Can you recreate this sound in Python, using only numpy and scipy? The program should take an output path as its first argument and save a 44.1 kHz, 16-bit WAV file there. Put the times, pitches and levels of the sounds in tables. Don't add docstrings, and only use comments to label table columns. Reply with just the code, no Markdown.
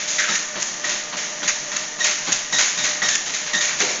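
import sys
import numpy as np
from scipy import signal
from scipy.fft import rfft, irfft
from scipy.io import wavfile

SR = 44100
rng = np.random.default_rng(int(sys.argv[2]) if len(sys.argv) > 2 else 0)


def store_wav(level_fs):
    pcm = np.round(np.clip(np.atleast_2d(level_fs), -1, 1) * 32767)
    wavfile.write(sys.argv[1], SR, pcm.T.astype(np.int16))


N = 176400
T = np.arange(N) / SR
FREQS = np.arange(N // 2 + 1) * SR / N

# frequency in Hz, relative level in dB.
CLAW_COLOUR = [(150, -41.5), (400, -22.5), (1200, -9.5), (1900, 3), (3000, -1), (5000, -3.5), (6000, 4.5),
               (6700, 10.5), (7300, -8.5)]


def amp(db):
    return 10 ** (np.asarray(db) / 20)


def unit(x):
    return x / np.sqrt(np.mean(x ** 2))


def colour(x, points, tilt_db=0):
    octave = np.log2(np.maximum(FREQS, 1))
    hz, db = np.array(points).T
    curve_db = np.interp(octave, np.log2(hz), db)
    treble_db = tilt_db * np.maximum(octave, np.log2(np.median(hz)) - 1)
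    return unit(irfft(rfft(x) * amp(curve_db + treble_db), N))


def wander(rate):
    points = rng.standard_normal(8192)
    return unit(np.interp(T * rate, np.arange(len(points)), points))


def friction(grain):
    return rng.standard_normal(N) * np.exp(grain * wander(1500))


def envelope(start, attack, hold, t60):
    age = T - start
    return np.clip(age / attack, 0, 1) * np.exp(-np.log(1000) * np.clip((age - hold) / t60, 0, 2))


def ring(x, hz, t60):
    pole = np.exp((2j * np.pi * hz - np.log(1000) / t60) / SR)
    return signal.lfilter([np.sqrt(1 - abs(pole) ** 2)], [1, -pole], x).imag


def rubs(rows, points, grain, attack, t60):
    slips = friction(grain)
    out = np.zeros(N)
    for start, hold, db, tilt_db in rows:
        noise = colour(np.roll(slips, rng.integers(N)), points, tilt_db)
        out += amp(db) * envelope(start, attack, hold, t60) * noise
    return out


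def low_cut(x, hz, order):
    ratio = (FREQS / hz) ** order
    return irfft(rfft(x) * ratio / np.hypot(1, ratio), N)


def room(x, t60=0.38):
    t = T[:SR]
    tail = rng.standard_normal(SR) * np.exp(-np.log(1000) * t / t60) * (t > 0.005)
    return signal.fftconvolve(x, tail / np.linalg.norm(tail))[:N]


def rumble():
    # frequency in Hz, relative level in dB.
    rumble_colour = [(20, 4), (40, -10.5), (60, -4.5), (72, -13), (95, -31.5), (200, -60)]
    return amp(-59 + wander(6.7)) * colour(rng.standard_normal(N), rumble_colour)


def motor():
    # time in seconds, level in dB.
    whine_levels = [(0, -47.5), (.21, -40), (.39, -50), (.58, -37.5), (.69, -56), (.91, -36), (1, -47),
                    (1.15, -43), (1.3, -44), (1.5, -40), (1.59, -48), (1.77, -40.5), (1.9, -49.5),
                    (2.09, -33), (2.17, -48.5), (2.32, -44), (2.48, -49), (2.6, -39), (2.72, -53),
                    (2.8, -40.5), (3.1, -40), (3.21, -53.5), (3.6, -37.5), (3.75, -47), (3.83, -39),
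                    (4, -42)]
    # pitch in Hz, level in dB, waver as a fraction of the pitch.
    faint_tones = [(209.6, -56.5, 0.025), (301.5, -55.5, 0.013), (365.6, -59, .02), (461.4, -57.5, 0.0088),
                   (929, -56.5, 0.012), (1206, -50.5, .009), (1875, -54.5, .03)]

    def tone(hz, waver, flutter_db=2.2):
        phase = 2 * np.pi * np.cumsum(hz * (1 + waver * wander(150))) / SR
        return unit(np.sin(phase) * amp(flutter_db * wander(45)))

    whine_db = np.interp(T, *np.array(whine_levels).T)
    whine = amp(whine_db) * tone(hz=603, waver=0.017)
    return whine + sum(amp(db + 2 * wander(12)) * tone(hz, waver) for hz, db, waver in faint_tones)


def belt_hiss():
    # frequency in Hz, relative level in dB.
    hiss_colour = [(110, -13.5), (130, 1), (250, -3), (450, -6.5), (700, -0.5), (1100, -2.5), (1600, -2),
                   (1850, 7), (2100, -2), (2700, -2), (5000, -4.5), (6000, 6), (6700, 5.5), (7050, 1),
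                   (7350, -11.5)]
    sway_db = np.clip(2.5 * wander(14), -1, 1)
    return amp(-31 + sway_db) * colour(friction(grain=0.17), hiss_colour)


def belt_rasp():
    # frequency in Hz, relative level in dB.
    rasp_colour = [(700, -25), (1200, -12.5), (1500, -2), (2000, -4.5), (2200, -5), (2700, -9), (4000, -18),
                   (7000, -31.5)]
    loudness = amp(-27.5) * envelope(start=0.181, attack=0.0018, hold=0.092, t60=1)
    return loudness * colour(friction(grain=0.33), rasp_colour)


def belt_squeaks(sag_per_s=0.25, flutter_db=2.8):
    # start in seconds, length in seconds, pitch in Hz, level in dB, second and third
    # harmonics (2 and 3 times the pitch) in dB compared with the first, roughness of the pitch.
    squeaks = [(0.183, 0.017, 1952, -18, -9.5, -10, 1.12), (.188, 0.053, 1747, -30.5, -15.5, -19, 0.75),
               (0.279, 0.014, 1300, -27, -12, -7, 0.46), (0.29, 0.071, 1848, -28, -4, -6.5, 0.58),
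               (.841, 0.0067, 1890, -21, -28, -25, 0.63), (2.004, 0.017, 1890, -20, -8, -6.5, .25),
               (2.033, 0.011, 1884, -25.5, 5, -3, .35), (2.527, 0.05, 1890, -21.5, -1, -5, .4),
               (2.583, 0.049, 1870, -27.5, -1, -17, 0.77), (2.777, 0.048, 1885, -26, 0, -13, .38),
               (2.84, 0.025, 1887, -28, -12, -14, 0.75), (3.018, 0.0091, 1883, -18, -23, -15, 1.015),
               (3.035, 0.024, 1878, -21, -1, -2, .28), (3.084, .07, 1790, -29, -5, -13, .7),
               (3.534, .018, 1880, -21.5, -8, -11, 0.65), (3.547, .011, 1850, -23.5, 7, -6, .3),
               (3.574, 0.0096, 1885, -24, 1, -10, .25), (3.605, .02, 1872, -26, -4, -9, 0.62),
               (3.68, .007, 2317, -28.5, -20, -21, 0.55), (3.882, .012, 2244, -28, -18, -20, 1)]
    out = np.zeros(N)
    for start, length, hz, db, second_db, third_db, roughness in squeaks:
        sag = sag_per_s * np.clip(T - start, 0, length)
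        jitter = 0.06 * roughness * wander(900)
        phase = 2 * np.pi * np.cumsum(hz * (1 - sag + jitter)) / SR
        tone = sum(amp(part_db + flutter_db * wander(400)) * np.sin(harmonic * phase)
                   for harmonic, part_db in [(1, 0), (2, second_db), (3, third_db)])
        out += amp(db) * envelope(start, attack=0.0018, hold=length, t60=0.045) * unit(tone)
    return out


def belt_scuffs():
    # start in seconds, hold in seconds, level in dB, treble tilt in dB per octave.
    scuffs = [(.0, 0.0056, -25, 0), (.075, 0.063, -21, 4.5), (.181, 0.016, -21.5, 0.5),
              (.286, .06, -20.5, 4), (.598, 0.03, -23.5, 4), (.840, 0.011, -24, 0.5),
              (.890, 0.026, -23, -1), (1.168, 0.016, -24.5, -0.5), (1.428, .01, -25, -0.5),
              (1.476, 0.013, -22, 2), (1.716, 0.078, -27, 0.5), (1.992, 0.056, -24.5, 3),
              (2.042, 0.024, -17.5, 0), (2.25, 0.044, -26.5, 2.5), (2.318, 0.025, -22, 1.5),
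              (2.524, 0.058, -16.5, 7.5), (2.584, 0.019, -15, 0), (2.775, 0.022, -21, 2.5),
              (2.838, 0.0061, -18.5, -0.5), (3.022, 0.068, -21.5, 4), (3.086, 0.026, -21.5, 2),
              (3.260, 0.025, -26.5, 0.5), (3.336, 0.013, -22, 1), (3.462, 0.0071, -26.5, -2),
              (3.532, 0.015, -20, 4), (3.608, 0.007, -17.5, 0.5), (3.682, 0.017, -29, -7),
              (3.786, 0.011, -20.5, 5), (3.802, 0.021, -21.5, -0.5), (3.884, 0.0073, -24.5, 1)]
    # frequency in Hz, relative level in dB.
    scuff_colour = [(110, -35), (200, -15), (600, -10.5), (1200, -5), (2100, 2.5), (2900, -1), (3800, -0.5),
                    (5000, -3), (5800, 1.5), (6600, 5.5), (7050, 1), (7350, -10)]
    return rubs(scuffs, scuff_colour, grain=0.22, attack=0.0021, t60=0.67)


def claw_scratches():
    # start in seconds, length in seconds, level in dB, treble tilt in dB per octave.
    scratches = [(.350, 0.012, -16.5, 0.5), (.626, 0.0043, -24, -2), (1.476, .032, -17, -2),
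                 (1.763, 0.0088, -21.5, -4), (2.044, 0.0078, -15.5, 3), (2.319, .013, -14.5, 1.5),
                 (2.584, 0.0091, -19, -1), (3.085, .007, -16, -2), (3.155, 0.0045, -13, 5.5),
                 (3.801, 0.023, -18.5, -4)]
    return rubs(scratches, CLAW_COLOUR, grain=0.3, attack=0.0028, t60=0.0088)


def claw_taps(lead_s=0.004, lead_db=-4.5):
    # start in seconds, level in dB.
    taps = [(.118, -15), (0.359, -15.5), (0.6271, -6), (.898, -10), (1.7685, -10), (2.0468, -7),
            (2.323, -12.5), (2.328, -9), (2.6128, -5), (2.8436, -6), (3.089, -12), (3.1568, -2.5),
            (3.803, -8)]

    def tick(start):
        return envelope(start, attack=0.00039, hold=0.00079, t60=0.003)

    contact = sum(amp(db) * (tick(start) + amp(lead_db) * tick(start - lead_s)) for start, db in taps)
    return contact * colour(rng.standard_normal(N), CLAW_COLOUR, tilt_db=2.5)


def paws():
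    # start in seconds, push on the deck in dB, slap level in dB.
    landings = [(0.283, -34, -29), (0.554, -33.5, -28.5), (.837, -39.5, -30.5), (1.125, -35.5, -30),
                (1.419, -33.5, -30.5), (1.718, -40, -32.5), (1.987, -49, -32.5), (2.271, -24.5, -25.5),
                (2.523, -31.5, -27.5), (2.771, -36.5, -34), (3.018, -34.5, -24.5), (3.258, -46, -37),
                (3.53, -33.5, -30.5), (3.801, -36, -25)]
    # pitch in Hz, seconds to fade by 60 dB, relative level in dB.
    deck_notes = [(132.8, 0.38, 1), (178, 0.13, -7), (211.4, 0.066, 0), (256, 0.12, -5),
                  (325.8, 0.25, -3.5), (356, 0.18, -23.5), (517, 0.062, -14.5)]
    # frequency in Hz, relative level in dB.
    slap_colour = [(110, -23), (200, -5), (500, -5.5), (900, 0), (1500, -0.5), (2500, -4), (4500, -3.5),
                   (7300, -49)]
    boom_colour = [(110, -61), (200, -18), (320, -5.5), (470, 1), (540, -4.5), (650, -0.5), (1000, -28),
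                   (3000, -38)]
    push, slap = np.zeros(N), np.zeros(N)
    for start, push_db, slap_db in landings:
        push += amp(push_db) * envelope(start, attack=0.0052, hold=0.032, t60=0.12)
        slap += amp(slap_db) * envelope(start, attack=0.0017, hold=0.016, t60=0.33)
    push *= rng.standard_normal(N)
    thump = sum(amp(db) * ring(push, hz, t60) for hz, t60, db in deck_notes) / 2
    boom = amp(-30.5) * envelope(start=3.808, attack=0.0052, hold=0.032, t60=0.6)
    boom *= colour(rng.standard_normal(N), boom_colour)
    slap *= colour(friction(grain=0.35), slap_colour)
    return thump + slap + boom


def scene():
    scuffs = belt_scuffs()
    claws = claw_scratches() + claw_taps()
    steps = scuffs + belt_rasp() + paws()
    squeaks = belt_squeaks()
    echo = room(amp(-7.5) * steps + amp(-2.5) * squeaks + amp(-19.5) * claws)
    background = rumble()
    treadmill = motor() + belt_hiss() + steps + claws + squeaks
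    mono = background + low_cut(treadmill + echo, hz=136, order=20)
    return np.array([mono, mono])


def record(dry, ceiling=0.95, lopsided=0.052, top_hz=7450):
    rounded = ceiling * np.tanh((dry - lopsided * dry ** 2) / ceiling)
    treble_cut = signal.ellip(10, 0.3, 70, top_hz, fs=SR, output="sos")
    return signal.sosfilt(treble_cut, rounded)


dry = scene()
out = record(dry)
store_wav(out)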